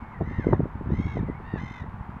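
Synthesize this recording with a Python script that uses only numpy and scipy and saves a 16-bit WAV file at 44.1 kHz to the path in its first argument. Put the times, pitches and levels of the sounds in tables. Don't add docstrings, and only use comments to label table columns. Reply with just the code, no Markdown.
import sys
import numpy as np
from scipy import signal
from scipy.fft import rfft, irfft
from scipy.io import wavfile

SR = 44100
rng = np.random.default_rng(int(sys.argv[2]) if len(sys.argv) > 2 else 0)


def transcribe(signal):
    frames = np.atleast_2d(signal).T
    limited = np.clip(frames, -1, 1)
    pcm = np.round(limited * 32767).astype(np.int16)
    wavfile.write(sys.argv[1], SR, pcm)


N = 97020
TIME = np.arange(N) / SR

# [start_s, level_db]
WIND_LEVEL = [(0, -46), (.15, -45), (.23, -32.5), (.32, -36.5), (.35, -35.5), (.43, -36.5), (.5, -23.5),
              (.63, -33.5), (.69, -40), (.84, -39.5), (.94, -30.5), (1.11, -35.5), (1.18, -28), (1.35, -39),
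              (1.47, -42.5), (1.6, -35.5), (1.68, -41), (1.78, -45), (1.85, -35.5), (2.05, -43.5),
              (2.2, -39.5)]
# [freq_hz, level_db per Hz]
RUMBLE_SPECTRUM = [(15, -21.5), (35, 0), (70, 6.5), (130, 2.5), (220, -1.5), (330, -17), (550, -19.5),
                   (1000, -40.5), (3000, -74.5), (9000, -110)]
RUSH_SPECTRUM = [(60, 0), (250, -8.5), (550, -12.5), (900, 1), (1300, -5.5), (1700, -11), (2200, -17.5),
                 (3000, -28.5), (4000, -37.5), (5500, -45.5), (8000, -49), (15500, -53.5)]
# [start_s, pitch_hz, level_db]
WHINE_CURVES = [
    [(0, 2240, -63), (.09, 2173, -62.5), (.125, 2200, -60.5), (.145, 2020, -50.5), (.19, 1835, -53.5)],
    [(1.2, 2310, -60.5), (1.25, 2280, -73), (1.275, 2060, -55), (1.32, 1960, -51), (1.345, 2150, -57.5),
     (1.39, 2250, -60.5)],
]
# [centre_s, swing_peak_db, pitch_hz, turbulence_db]
WIND_EDDIES = [(0.027, -31.5, 108, -37), (0.212, -18, 414, -22.5), (0.2161, -17.5, 266, -22.5),
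               (0.2219, -14.5, 171.5, -31.5), (0.276, -23.5, 140, -37), (0.312, -22, 140, -29),
               (0.388, -15, 92, -31), (.397, -19.5, 187, -32), (0.446, -25, 417, -35.5),
               (0.4702, -8.5, 235, -23.5), (0.489, -18, 261, -20), (0.516, -17, 109.4, -30),
               (.5288, -9.5, 324, -21), (0.5322, -11, 687, -16), (.537, -13.5, 146.5, -19.5),
               (.556, -28.5, 450, -47), (.598, -13.5, 164, -24), (0.605, -15, 314, -28.5),
               (0.619, -20, 130, -40.5), (.635, -20, 110, -28), (.657, -20, 258, -29),
               (.756, -27, 129, -45), (0.812, -24.5, 189, -33), (0.861, -25.5, 151, -32),
               (0.874, -21, 122, -46), (0.892, -22.5, 140, -33.5), (0.906, -25.5, 278, -27),
               (0.922, -14.5, 110.6, -22.5), (0.936, -15.5, 101, -24), (.991, -19, 115, -26),
               (1.001, -14, 150, -29.5), (1.058, -18.5, 99, -39), (1.068, -19.5, 120, -28),
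               (1.16, -22.5, 180, -34), (1.171, -17.5, 380, -28.5), (1.192, -23.5, 129.3, -23),
               (1.21, -20.5, 130, -34), (1.233, -21, 150, -26.5), (1.288, -26, 255, -27),
               (1.3, -19, 194, -34.5), (1.403, -32.5, 224, -38), (1.54, -19.5, 176, -26),
               (1.56, -27, 370, -33.5), (1.616, -24, 134, -33), (1.637, -21, 128, -42),
               (1.713, -31, 160, -51), (1.821, -28.5, 90, -59), (1.842, -30.5, 240, -48),
               (1.943, -30, 91, -52), (2.012, -26, 89, -55), (2.094, -27.5, 138, -56),
               (2.168, -30, 126, -47)]
# [start_s, pitch_hz, level_db before wavering]
WHISTLE_CURVES = [
    [(.185, 7450, -97), (.198, 7260, -88), (.212, 6600, -87), (.225, 6450, -74)],
    [(.555, 7050, -90), (.6, 7500, -111), (.645, 7600, -96), (.67, 7550, -99.5)],
]
# [start_s, pitch_hz before the pulse arch, level_db before throat colour,
# growl at half pitch (0-1)]
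FIRST_RATTLE = [(.205, 900, -58, .1), (.26, 1005, -48.5, .1), (.305, 1055, -46.5, .05),
                (.345, 1025, -48, .05), (.425, 1068, -45.5, .1), (.49, 1045, -45.5, .05),
                (.53, 985, -47, .05), (.556, 890, -48.5, .1), (.595, 690, -56, .1)]
SECOND_RATTLE = [(.895, 880, -59, .2), (.945, 1025, -47, .1), (1.005, 1082, -44.5, .35),
                 (1.045, 1105, -45, .05), (1.095, 1112, -46, .65), (1.145, 1095, -46, .3),
                 (1.185, 1000, -47, .3), (1.207, 840, -51, .1), (1.24, 700, -59, .1)]
THIRD_RATTLE = [(1.56, 900, -56, .3), (1.585, 990, -45, .35), (1.61, 1035, -44, .3), (1.65, 1047, -44, .05),
                (1.69, 1037, -45.5, .6), (1.725, 1042, -44.5, .15), (1.765, 1035, -45.5, .65),
                (1.805, 1000, -46.5, .5), (1.84, 870, -56, .3)]
# [time of one gap_s, pulses_per_s, treble_db]
RATTLE_PULSES = [(0.3942, 49.3, -6.5), (1.057, 54, -.5), (1.6938, 49.8, 0.5)]
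# [freq_hz, gain_db]
RATTLE_THROAT = [(500, -30.5), (1050, -13), (1550, -7), (1800, 2.5), (2100, -2.5), (2600, -9.5),
                 (3150, -18.5), (3700, -8), (4200, -26.5), (4700, -31.5), (5250, -25), (6250, -24.5),
                 (7200, -35.5), (8000, -49), (8900, -43.5), (10500, -57), (12500, -49), (15000, -62.5)]
# [start_s, pitch_hz before flutter, level_db before flutter and throat colour]
REPLY_CURVES = [
    [(.28, 878, -57.5), (.32, 904, -51), (.385, 945.4, -48), (.42, 830, -53), (.46, 708, -56.5)],
    [(1.44, 880, -58.5), (1.475, 912, -51.5), (1.51, 922.7, -50.5), (1.555, 911.5, -48.5),
     (1.595, 795, -51)],
]
# [freq_hz, gain_db]
NASAL_THROAT = [(900, -6.5), (1500, 7), (1850, 2), (2750, -13), (3700, -19), (4600, -29), (5500, -45.5),
                (7500, -53.5)]
REPLY_TREBLE = [-3.5, -0.5]

RUSH_DB, RUSH_SWAY_DB = -45.5, 0.35
WHINE_JITTER, WHISTLE_JITTER = 0.018, .005
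WHISTLE_WAVER_DB = 2
SWIRL_RISE_S, SWIRL_FALL_S = 0.0039, 0.0078
SWIRL_BASE_HZ, SWIRL_PITCH_SHARE, SWIRL_LOW_HZ = 202.3, 0.82, 39

GAP_SHARE, PULSE_EDGE, UPPER_EDGE = .035, .18, 0.092
GAP_DB = -13
PULSE_ARCH, ARCH_SKEW, ARCH_PIVOT = .105, .9, 0.94
PULSE_WANDER, JITTER = .003, .005
SHIMMER_DB, RASP_DB = 1.12, -24
FULL_VOICE_HZ, TREBLE_DB_PER_OCTAVE = 1050, 19

REPLY_FLUTTER_PER_S, REPLY_FLUTTER, REPLY_FLUTTER_DB, REPLY_JITTER = 78, .025, 4, .012
ECHO_DB, ECHO_T60_S, ECHO_CUT_HZ = -14.5, 0.38, 3000
CUTOFF_HZ, FADE_S = 15700, .004


def from_db(db):
    return 10 ** (np.asarray(db) / 20)


def rms_one(x):
    return x / np.sqrt(np.mean(x ** 2) + 1e-20)


def in_time(rows):
    start_s, *columns = np.transpose(rows)
    return [np.interp(TIME, start_s, column) for column in columns]


def during(rows):
    from_edge_s = np.minimum(TIME - rows[0][0], rows[-1][0] - TIME)
    return np.clip(from_edge_s / .005, 0, 1)


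def gain_at(points, hz):
    freq_hz, db = np.transpose(points)
    return from_db(np.interp(np.log(hz + 1), np.log(freq_hz), db))


def noise(spectrum):
    bins = rfft(rng.standard_normal(N))
    bin_hz = np.arange(N // 2 + 1) * SR / N
    return rms_one(irfft(bins * gain_at(spectrum, bin_hz), N))


def filtered(x, hz, kind="low", order=2):
    safe_hz = np.clip(hz, 10, SR / 2 - 2000)
    return signal.sosfilt(signal.butter(order, safe_hz, kind, fs=SR, output="sos"), x)


def drift(rate_hz):
    settled = filtered(rng.standard_normal(2 * N), rate_hz)[N:]
    return rms_one(settled)


def wind_rumble():
    level_db, = in_time(WIND_LEVEL)
    return from_db(level_db) * noise(RUMBLE_SPECTRUM)


def distant_rush():
    return from_db(RUSH_DB + RUSH_SWAY_DB * drift(24)) * noise(RUSH_SPECTRUM)


def thin_call(rows, jitter, waver_db):
    hz, db = in_time(rows)
    phase = 2 * np.pi * np.cumsum(hz * (1 + jitter * drift(250))) / SR
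    level = from_db(db + waver_db * drift(80))
    return np.sqrt(2) * np.sin(phase) * level * during(rows)


def buffets():
    out = np.zeros(N)
    for centre_s, swing_db, hz, swirl_db in WIND_EDDIES:
        near = np.abs(TIME - centre_s) < .08
        t = TIME[near] - centre_s
        u = 2 * np.pi * hz * t
        swing = u * np.exp((1 - np.minimum(u * u, 100)) / 2)
        white = rng.standard_normal(SR // 5)
        swirl = filtered(white, SWIRL_BASE_HZ + SWIRL_PITCH_SHARE * hz, order=4)
        swirl = rms_one(filtered(swirl, SWIRL_LOW_HZ, "high"))[-len(t):]
        envelope = np.exp(-np.maximum(-t / SWIRL_RISE_S, t / SWIRL_FALL_S))
        out[near] += from_db(swing_db) * swing + from_db(swirl_db) * swirl * envelope
    return out


def rattling_call(rows, gap_s, pulses_per_s, treble_db, count=26):
    hz, db, growl = in_time(rows)
    cycle = (TIME - gap_s) * pulses_per_s % 1
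    inside = np.minimum(cycle, 1 - cycle) - GAP_SHARE
    arch = PULSE_ARCH * (np.sin(np.pi * cycle ** ARCH_SKEW) - ARCH_PIVOT)
    hz = hz * (1 + arch + PULSE_WANDER * drift(31.3) + JITTER * drift(550))
    phase = 2 * np.pi * np.cumsum(hz) / SR

    low_gate = from_db(GAP_DB * (1 - np.clip(inside / PULSE_EDGE, 0, 1)))
    brightness = from_db(TREBLE_DB_PER_OCTAVE * np.log2(hz / FULL_VOICE_HZ))
    high_gate = low_gate * np.clip(inside / UPPER_EDGE, 0, 1) * brightness

    voice = from_db(RASP_DB + treble_db) * high_gate * noise(RATTLE_THROAT)
    for k in range(1, count + 1):
        harmonic = k / 2
        upper = harmonic > 2
        gate = high_gate * from_db(treble_db) if upper else low_gate
        partial = np.sqrt(2) * np.sin(harmonic * phase + 2 * np.pi * rng.random())
        if k % 2:
            share = growl
        else:
            share = 1 - growl / 2 if upper else 1
        colour = gain_at(RATTLE_THROAT, harmonic * hz)
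        voice += partial * share * gate * colour * from_db(SHIMMER_DB * drift(90))
    return voice * from_db(db) * during(rows)


def reply(rows, treble_db, count=6):
    hz, db = in_time(rows)
    flutter_hz = REPLY_FLUTTER_PER_S * (1 + 0.05 * drift(23))
    flutter = np.sin(2 * np.pi * np.cumsum(flutter_hz) / SR)
    hz = hz * (1 + REPLY_FLUTTER * flutter + REPLY_JITTER * drift(600))
    phase = 2 * np.pi * np.cumsum(hz) / SR
    voice = np.zeros(N)
    for k in range(1, count + 1):
        colour = gain_at(NASAL_THROAT, k * hz) * from_db(treble_db * (k > 2))
        voice += colour * np.sin(k * phase)
    return np.sqrt(2) * voice * from_db(db + REPLY_FLUTTER_DB * flutter) * during(rows)


def reeds(x):
    tail = filtered(rng.standard_normal(N), ECHO_CUT_HZ) * from_db(-60 * TIME / ECHO_T60_S)
    unit_tail = tail / np.sqrt(np.sum(tail ** 2))
    return from_db(ECHO_DB) * signal.fftconvolve(x, unit_tail)[:N]


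def scene():
    wind = wind_rumble() + buffets()
    rush = distant_rush()
    birds = np.zeros(N)
    for rows in WHINE_CURVES:
        birds += thin_call(rows, WHINE_JITTER, waver_db=0)
    for rows in WHISTLE_CURVES:
        birds += thin_call(rows, WHISTLE_JITTER, WHISTLE_WAVER_DB)
    for rows, pulses in zip((FIRST_RATTLE, SECOND_RATTLE, THIRD_RATTLE), RATTLE_PULSES):
        birds += rattling_call(rows, *pulses)
    for rows, treble_db in zip(REPLY_CURVES, REPLY_TREBLE):
        birds += reply(rows, treble_db)
    return (birds + reeds(birds) + wind + rush)[None]


def record(dry):
    ease = np.clip(np.minimum(TIME, TIME[-1] - TIME) / FADE_S, 0, 1)
    top_cut = signal.ellip(10, .1, 80, CUTOFF_HZ, fs=SR, output="sos")
    return signal.sosfilt(top_cut, dry * ease)


dry = scene()
out = record(dry)
transcribe(out)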